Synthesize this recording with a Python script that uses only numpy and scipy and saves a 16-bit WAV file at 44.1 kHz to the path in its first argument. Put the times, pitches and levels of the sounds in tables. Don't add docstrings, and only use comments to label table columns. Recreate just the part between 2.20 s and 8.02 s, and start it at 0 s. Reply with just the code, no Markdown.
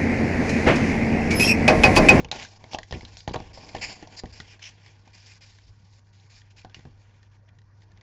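import sys
import numpy as np
from scipy import signal
from scipy.io import wavfile

SR = 44100
rng = np.random.default_rng(int(sys.argv[2]) if len(sys.argv) > 2 else 0)


def inscribe(sig):
    pcm = np.round(np.clip(np.atleast_2d(sig).T, -1, 1) * 32767)
    wavfile.write(sys.argv[1], SR, pcm.astype(np.int16))


def convert_level_to_amplitude(level_db):
    exponent = np.asarray(level_db, float) / 20
    return 10 ** exponent


N = 256655

# freq_hz, level_db (per Hz)
AIR_SPECTRUM = [(12, -40.5), (20, -10.5), (48, -13.5), (80, -8), (105, 0), (183, -9.5), (248, -19.5),
                (645, -22), (941, -21.5), (1310, -21), (1860, -27), (3230, -49.5), (5210, -32.5),
                (7410, -50.5), (8200, -59), (10700, -104.5), (18000, -120)]
# pitch_hz, level_db (rms)
MAINS_HUM = [(100, -56), (942, -82.5)]
# freq_hz, level_db (per Hz)
CARD_HISS = [(1100, -6), (1700, -0.5), (2100, -0.5), (2600, -4.5), (3300, -2.5), (4200, -8.5), (5200, -2.5),
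             (6500, -10.5), (7600, -3.5), (9000, -16)]
# centre_hz, width_hz, boost_db
HISS_PEAKS = [(2400, 100, 4.5), (4620, 960, 1)]
# pitch_hz, level_db, t60_s
BOARD_MODES = [(553, -12.5, 0.046), (653, -7, .05), (751, 5.5, 0.036), (839, 1.5, 0.042),
               (894, -8.5, 0.034), (1038, -17.5, 0.096)]
# pitch_hz, level_db, t60_s
TABLE_MODES = [(58, -14.5, 0.053), (86.2, -7.5, 0.12), (137.3, -2.5, .14), (178, -2, 0.11),
               (230.6, -1, 0.12), (318, 3, 0.067), (370, 3.5, 0.038), (478.3, -5, 0.19)]

# start_s, length_s, dull_peak_db, bright_over_dull_db
FLICKS = [(0.0, 0.055, -48.5, 1), (.112, 0.03, -29.5, -0.5), (.228, 0.095, -45.5, 5),
          (.756, 0.35, -55.5, 4), (.968, 0.073, -55, 13), (1.075, 0.026, -44.5, 6.5),
          (1.132, 0.031, -37.5, 1), (1.545, 0.057, -39.5, -3), (1.635, 0.18, -38.5, 2),
          (2.335, 0.05, -52, -3), (2.497, 0.13, -60, 0.5), (2.639, 0.26, -57, -1), (3.251, 0.44, -61, 5),
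          (4.22, 0.23, -67, -2.5), (4.3, 0.035, -54.5, 1.5), (4.41, 0.11, -64.5, 1.5),
          (4.545, 0.19, -56.5, -2)]
PUSHES = [(.133, .095, -39, -1.5), (.39, 0.13, -59, 1.5), (.505, 0.029, -49.5, 3.5),
          (.715, 0.036, -42, -7.5), (.868, 0.092, -58, 0.5), (1.608, 0.035, -34, 2.5),
          (1.787, .067, -55.5, -12), (1.87, .085, -55.5, -0.5), (1.962, 0.029, -49, 10),
          (2.04, 0.074, -59, 0.5), (2.223, .112, -51.5, 0), (2.39, 0.039, -57, 1), (2.416, 0.013, -38, 0),
          (2.57, .07, -57.5, -3), (3.205, 0.042, -51.5, 2), (3.637, 0.156, -67.5, 5.5),
          (3.84, 0.067, -77.5, 6.5), (4.36, 0.056, -57.5, 4), (4.77, 0.064, -68, 2.5),
          (5.275, 0.017, -61, -26), (5.56, .082, -74, 2.5), (5.66, 0.14, -70, -12)]
SLIDES = [(.303, 0.073, -57, 3.5), (.534, 0.02, -46, 9), (.58, 0.12, -69.5, 10.5),
          (.667, 0.039, -59.5, 3.5), (1.17, 0.15, -55, -2.5), (1.329, .067, -52.5, 5.5),
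          (1.396, 0.34, -54.5, 3), (1.988, 0.011, -42, 6), (2.122, .1, -54, 4.5),
          (2.432, 0.059, -41.5, 2.5), (2.848, 0.092, -63.5, -1), (2.928, .13, -55.5, 3.5),
          (3.058, .12, -55.5, 5.5), (3.925, 0.2, -65.5, 2), (4.094, .126, -59.5, 4),
          (4.505, 0.05, -64.5, -7), (4.809, 0.262, -66.5, -3.5), (5.11, .06, -68.5, -2)]
# time_s, level_db
HAND_WEIGHT = [(0, -67), (.15, -44.5), (.3, -57), (.5, -50.5), (.66, -64), (.8, -51.5), (1.04, -63.5),
               (1.25, -52.5), (1.5, -49), (1.9, -54.5), (2.1, -57.5), (2.4, -63), (2.9, -62.5),
               (3.6, -69.5), (4.2, -70.5), (4.55, -64), (5.55, -69.5), (5.72, -60)]
# time_s, spacing_hz
CARD_HEIGHT = [(0, 2660), (.55, 2770), (.9, 2580), (1.05, 2070), (1.2, 2660), (1.6, 2470), (2.0, 2400),
               (2.3, 2680), (2.45, 2870), (2.6, 2610), (3.6, 2590), (4.0, 2200), (4.2, 2440), (4.75, 2480),
               (4.9, 1960), (5.82, 2200)]

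# start_s, peak_db, favoured_pitch_hz
THUDS = [(0.001, -23, 101), (0.05, -27, 61.9), (0.122, -48, 248), (0.438, -39, 123), (0.534, -39, 112),
         (0.545, -38, 374), (0.585, -32.5, 338), (0.709, -33, 104), (0.724, -20.5, 106),
         (0.739, -24.5, 137), (0.757, -24.5, 92), (0.83, -33, 137), (1.077, -23, 114), (1.093, -32, 207),
         (1.11, -25, 96.9), (1.143, -25.5, 440), (1.158, -19.5, 200), (1.202, -29.5, 107),
         (1.546, -33, 347), (1.562, -26, 493), (1.826, -33, 318), (2.036, -24, 152), (2.2, -36.5, 86.1),
         (2.872, -46, 95), (4.446, -39, 241), (4.567, -41.5, 150), (4.591, -40.5, 150), (4.653, -32.5, 120)]
# start_s, crack_peak_db, crack_centre_hz, board_knock_db
KNOCKS = [(0.0014, -34, 2300, -34), (0.0452, -29, 3040, -32), (0.1134, -16, 3910, -28),
          (0.1245, -27, 2330, -26), (0.4398, -36, 2100, -36.5), (0.5325, -26, 4640, -27),
          (0.5457, -21.5, 3160, -20), (0.585, -22, 1800, -27.5), (0.7085, -29.5, 5100, -37),
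          (0.7239, -23.5, 1810, -24.5), (0.7385, -31, 1850, -37), (0.7587, -51, 1780, -35),
          (0.8076, -33.5, 2230, -44.5), (0.83, -45, 1750, -40.5), (0.9689, -29, 5600, -45),
          (1.076, -22, 1790, -20.5), (1.0933, -31.5, 3800, -49), (1.138, -29.5, 3020, -32),
          (1.1421, -27, 1830, -15.5), (1.1583, -27, 4030, -18.5), (1.2009, -33, 2400, -31),
          (1.3744, -46, 4940, -32.5), (1.5484, -26.5, 1770, -23), (1.8247, -38, 1900, -38.5),
          (1.872, -40.5, 5750, -38), (2.0391, -50, 2080, -32.5), (2.8746, -46.5, 2350, -48.5),
          (4.447, -39, 1670, -35.5), (4.592, -46, 1920, -50.5), (4.6514, -47, 1650, -42)]
# start_s, crack_peak_db, crack_centre_hz
TICKS = [(0.085, -41, 2350), (0.2478, -30.5, 1600), (0.63, -31.5, 2060), (0.8498, -30.5, 4030),
         (1.0037, -34.5, 4860), (1.1152, -40, 4930), (1.4898, -31.5, 2260), (1.5642, -32, 1910),
         (1.5825, -35, 3320), (2.0557, -39.5, 1980), (2.2005, -27, 1910), (2.392, -41.5, 1900),
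         (2.6605, -40, 2300), (3.2186, -56, 5040), (5.416, -55, 1940), (3.384, -44, 2080),
         (3.9976, -48.5, 4070), (4.2158, -45.5, 1850), (4.4162, -45, 2690), (4.496, -46, 1500),
         (4.5174, -59, 1630), (4.544, -27.5, 2850), (4.6065, -46, 1970), (5.029, -47, 1815),
         (5.2885, -49, 1940), (5.3859, -47, 1910), (5.6192, -46.5, 1950), (5.717, -46, 1810),
         (5.7735, -47, 2010), (5.81, -47.5, 1940)]


def rms_one(x):
    return x / np.sqrt(np.mean(x ** 2) + 1e-20)


def in_time(curve):
    time_s, value = np.transpose(curve)
    return np.interp(np.arange(N) / SR, time_s, value)


def band(x, low_hz, high_hz, order=2):
    return signal.sosfilt(signal.butter(order, [low_hz, high_hz], "band", fs=SR, output="sos"), x)


def drift(rate_hz):
    r = np.exp(-80 * np.pi * rate_hz / SR)
    noise = rng.standard_normal(N // 40 + 2002)
    slow = signal.lfilter([1], [1, -2 * r, r * r], noise)[2000:]
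    return np.interp(np.arange(N) / 40, np.arange(len(slow)), rms_one(slow))


def ring(x, hz, t60_s):
    r = convert_level_to_amplitude(-60 / (t60_s * SR))
    w = 2 * np.pi * hz / SR
    return signal.lfilter([0, np.sin(w)], [1, -2 * r * np.cos(w), r * r], x + 1e-18)


def struck(modes, push, colour_db, ring_share=1):
    out = sum(convert_level_to_amplitude(db + colour) * ring(push, hz, ring_share * t60_s)
              for (hz, db, t60_s), colour in zip(modes, colour_db))
    return out / np.abs(out).max()


def coloured(white, spectrum, patchy_db, patch_rate_hz):
    hz, db = np.transpose(spectrum)
    edges = hz[0] * 2 ** np.arange(0, np.log2(hz[-1] / hz[0]) + .1, 1 / 3)
    centres = np.sqrt(edges[1:] * edges[:-1])
    gains_db = np.interp(np.log(centres), np.log(hz), db)
    rows = []
    for k, (gain_db, low_hz, high_hz) in enumerate(zip(gains_db, edges, edges[1:])):
        flicker = convert_level_to_amplitude(gain_db + patchy_db * drift(patch_rate_hz))
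        rows.append(flicker * band(white[k % 2], low_hz, high_hz))
    return centres, np.array(rows)


def sway_level():
    rest_db, kick_db, peak_after_s = -64.5, -30, 0.05
    start_s, peak_db, _ = np.transpose(THUDS)
    kicks = np.zeros(N)
    np.add.at(kicks, (start_s * SR).astype(int), convert_level_to_amplitude(peak_db + kick_db) ** 2)
    r = np.exp(-1 / (peak_after_s * SR))
    swing = signal.lfilter([np.e * (1 - r)], [1, -2 * r, r * r], kicks)
    return np.sqrt(convert_level_to_amplitude(rest_db + 3.7 * drift(3.2)) ** 2 + swing)


def background():
    air_db = -63
    t = np.arange(N) / SR
    _, air_bands = coloured(rng.standard_normal((2, N)), AIR_SPECTRUM, patchy_db=3.0, patch_rate_hz=10)
    air = rms_one(air_bands.sum(0))
    hum = sum(convert_level_to_amplitude(db + 3.5 + 0.63 * drift(18)) * np.sin(2 * np.pi * hz * t + 0.23 * drift(5.6))
              for hz, db in MAINS_HUM)
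    sway = sway_level() * rms_one(band(rng.standard_normal(N), 33, 90.3, order=3))
    return convert_level_to_amplitude(air_db) * air + hum + sway


def fibres(per_s, spread_db):
    uneven_db = spread_db * np.minimum(rng.exponential(1, (2, N)), 5)
    sizes = convert_level_to_amplitude(uneven_db) * rng.standard_normal((2, N))
    return sizes * (rng.random((2, N)) < per_s / SR)


def strokes():
    attack_s, stop_db_per_s = .008, 1500.5
    bright_swing = 1.02
    t = np.arange(N) / SR
    hold_db = 0.42 * (in_time(HAND_WEIGHT) + 68)
    dull = convert_level_to_amplitude(-82.5 + hold_db) ** 2
    bright = convert_level_to_amplitude(-83 + hold_db) ** 2
    for rows, change_db, stops in [(FLICKS, -20.5, 0), (PUSHES, 7, 1), (SLIDES, -5, 1)]:
        for start_s, length_s, dull_db, bright_db in rows:
            ramp_db = change_db * (t - start_s) / length_s - max(change_db, 0)
            ramp_db = np.clip(ramp_db, -90, 0)
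            onset = np.clip((t - start_s) / attack_s, 0, 1)
            overrun_s = np.maximum(t - start_s - length_s, 0)
            gate = onset * convert_level_to_amplitude(-stops * stop_db_per_s * overrun_s)
            dull = dull + (gate * convert_level_to_amplitude(dull_db + ramp_db)) ** 2
            bright = bright + (gate * convert_level_to_amplitude(dull_db + bright_db + bright_swing * ramp_db)) ** 2
    return 10 * np.log10(dull), 10 * np.log10(bright)


def aftermath(start_s, level_db, t60_s):
    kicks = np.zeros(N)
    np.add.at(kicks, (start_s * SR).astype(int), convert_level_to_amplitude(level_db) ** 2)
    return signal.lfilter([1], [1, -convert_level_to_amplitude(-120 / (t60_s * SR))], kicks + 1e-18)


def shaking(stroke_db):
    weight_db = in_time(HAND_WEIGHT)
    knock_s, _, _, knock_db = np.transpose(KNOCKS)
    thud_s, thud_db, _ = np.transpose(THUDS)
    board = convert_level_to_amplitude(weight_db + 2.5 + 0.41 * (stroke_db + 56)) ** 2
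    board = board + aftermath(knock_s, knock_db - 11.5, t60_s=.15)
    table = convert_level_to_amplitude(weight_db) ** 2 + aftermath(thud_s, thud_db - 9, t60_s=0.18)
    return 10 * np.log10(board), 10 * np.log10(table)


def board_echo(x, stroke_db):
    blade_done_s = .28
    lag = SR / in_time(CARD_HEIGHT)
    share = np.clip(.34 + .04 * (stroke_db + 56), .1, .75)
    share[:round(blade_done_s * SR)] = 0.13
    at = np.arange(N)
    once = np.interp(at - lag, at, x)
    twice = np.interp(at - 2 * lag, at, x)
    return (x + share * once + 0.5 * share ** 2 * twice) / np.sqrt(1 + share ** 2)


def rubbing():
    split_hz = 3600
    dull_db, bright_db = strokes()
    board_db, table_db = shaking(dull_db)
    grip = convert_level_to_amplitude(1.83 * drift(28))
    slips = fibres(per_s=9700, spread_db=2.0) * grip
    hz, bands = coloured(slips, CARD_HISS, patchy_db=1.8, patch_rate_hz=20)
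    dull = convert_level_to_amplitude(dull_db) * rms_one(bands[hz < split_hz].sum(0))
    bright = convert_level_to_amplitude(bright_db) * rms_one(bands[hz > split_hz].sum(0))
    hiss = dull + bright
    for centre_hz, width_hz, db in HISS_PEAKS:
        resonance = band(hiss, centre_hz - width_hz / 2, centre_hz + width_hz / 2, order=1)
        hiss = hiss + (convert_level_to_amplitude(db) - 1) * resonance
    board = sum(convert_level_to_amplitude(db) * ring(slips[k % 2], f, 0.23 * t60_s)
                for k, (f, db, t60_s) in enumerate(BOARD_MODES))
    table = sum(convert_level_to_amplitude(db) * ring(slips[k % 2], f, 0.31 * t60_s)
                for k, (f, db, t60_s) in enumerate(TABLE_MODES[2:]))
    shaken = convert_level_to_amplitude(board_db - 5.5) * rms_one(board) + convert_level_to_amplitude(table_db - 5.5) * rms_one(table)
    return convert_level_to_amplitude(-1.0) * board_echo(hiss, dull_db) + shaken


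def thuds():
    out = np.zeros(N + SR)
    t = np.arange(SR // 4) / SR
    modes_hz = np.array(TABLE_MODES)[:, 0]
    for start_s, peak_db, hz in THUDS:
        chatter = rng.standard_normal(len(t))
        push = chatter * convert_level_to_amplitude(-60 * t / .04) * .03 - (t == 0)
        push = signal.lfilter([1], [1, -np.exp(-2 * np.pi * 3.0 * hz / SR)], push)
        octaves_off = np.abs(np.log2(modes_hz / hz))
        thud = struck(TABLE_MODES, push, -9 * octaves_off, ring_share=0.89)
        i = round(start_s * SR)
        out[i:i + len(t)] += convert_level_to_amplitude(peak_db) * thud
    return band(out[:N], 45, 2000, order=3)


def taps():
    knock_t60_s, tick_t60_s, tick_to_board_db = 0.022, 0.029, -26.5
    out = np.zeros(N + SR)
    t = np.arange(SR // 4) / SR
    rows = [(s, db, hz, knock_t60_s, knock_db) for s, db, hz, knock_db in KNOCKS]
    rows += [(s, db, hz, tick_t60_s, db + tick_to_board_db) for s, db, hz in TICKS]
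    for start_s, crack_db, hz, t60_s, knock_db in rows:
        noise, chatter, chance = rng.standard_normal((3, len(t)))
        burst = noise * (convert_level_to_amplitude(-60 * t / t60_s) + 2.75 * convert_level_to_amplitude(-60 * t / 0.0012))
        edge = ring(noise * convert_level_to_amplitude(-60 * t / 0.029), hz, 22 / hz)
        crack = rms_one(band(burst, 2300, 4500, order=1)) + 1.1 * rms_one(edge)
        crack = crack / np.abs(crack).max()
        push = chatter * convert_level_to_amplitude(-60 * t / .03) * .09 + (t == 0)
        knock = struck(BOARD_MODES, push, 2.5 * chance)
        i = round((start_s + .0008) * SR)
        out[i:i + len(t)] += convert_level_to_amplitude(crack_db) * crack + convert_level_to_amplitude(knock_db) * knock
    return out[:N]


def room(x):
    t60_s, gap_s = 0.17, .004
    t = np.arange(SR // 2) / SR
    tail = rng.standard_normal(len(t)) * convert_level_to_amplitude(-60 * t / t60_s) * (t > gap_s)
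    tail = band(tail, 150, 6300, order=1)
    return signal.fftconvolve(x, tail / np.sqrt(np.sum(tail ** 2)))[:N]


def scene():
    room_db = -19.5
    work = rubbing() + thuds() + taps()
    return (work + convert_level_to_amplitude(room_db) * room(work) + background())[None]


def low_pass(x):
    return signal.sosfilt(signal.butter(12, 8440, fs=SR, output="sos"), x)


def record(dry):
    notch_hz, width_hz, depth = 1313, 186, 0.72
    top_hz = 7114
    dip = band(dry, notch_hz - width_hz / 2, notch_hz + width_hz / 2, order=1)
    steep = signal.butter(20, top_hz, fs=SR, output="sos")
    mix = signal.sosfilt(steep, dry - depth * dip)
    return low_pass(mix)


dry = scene()
out = record(dry)
inscribe(out)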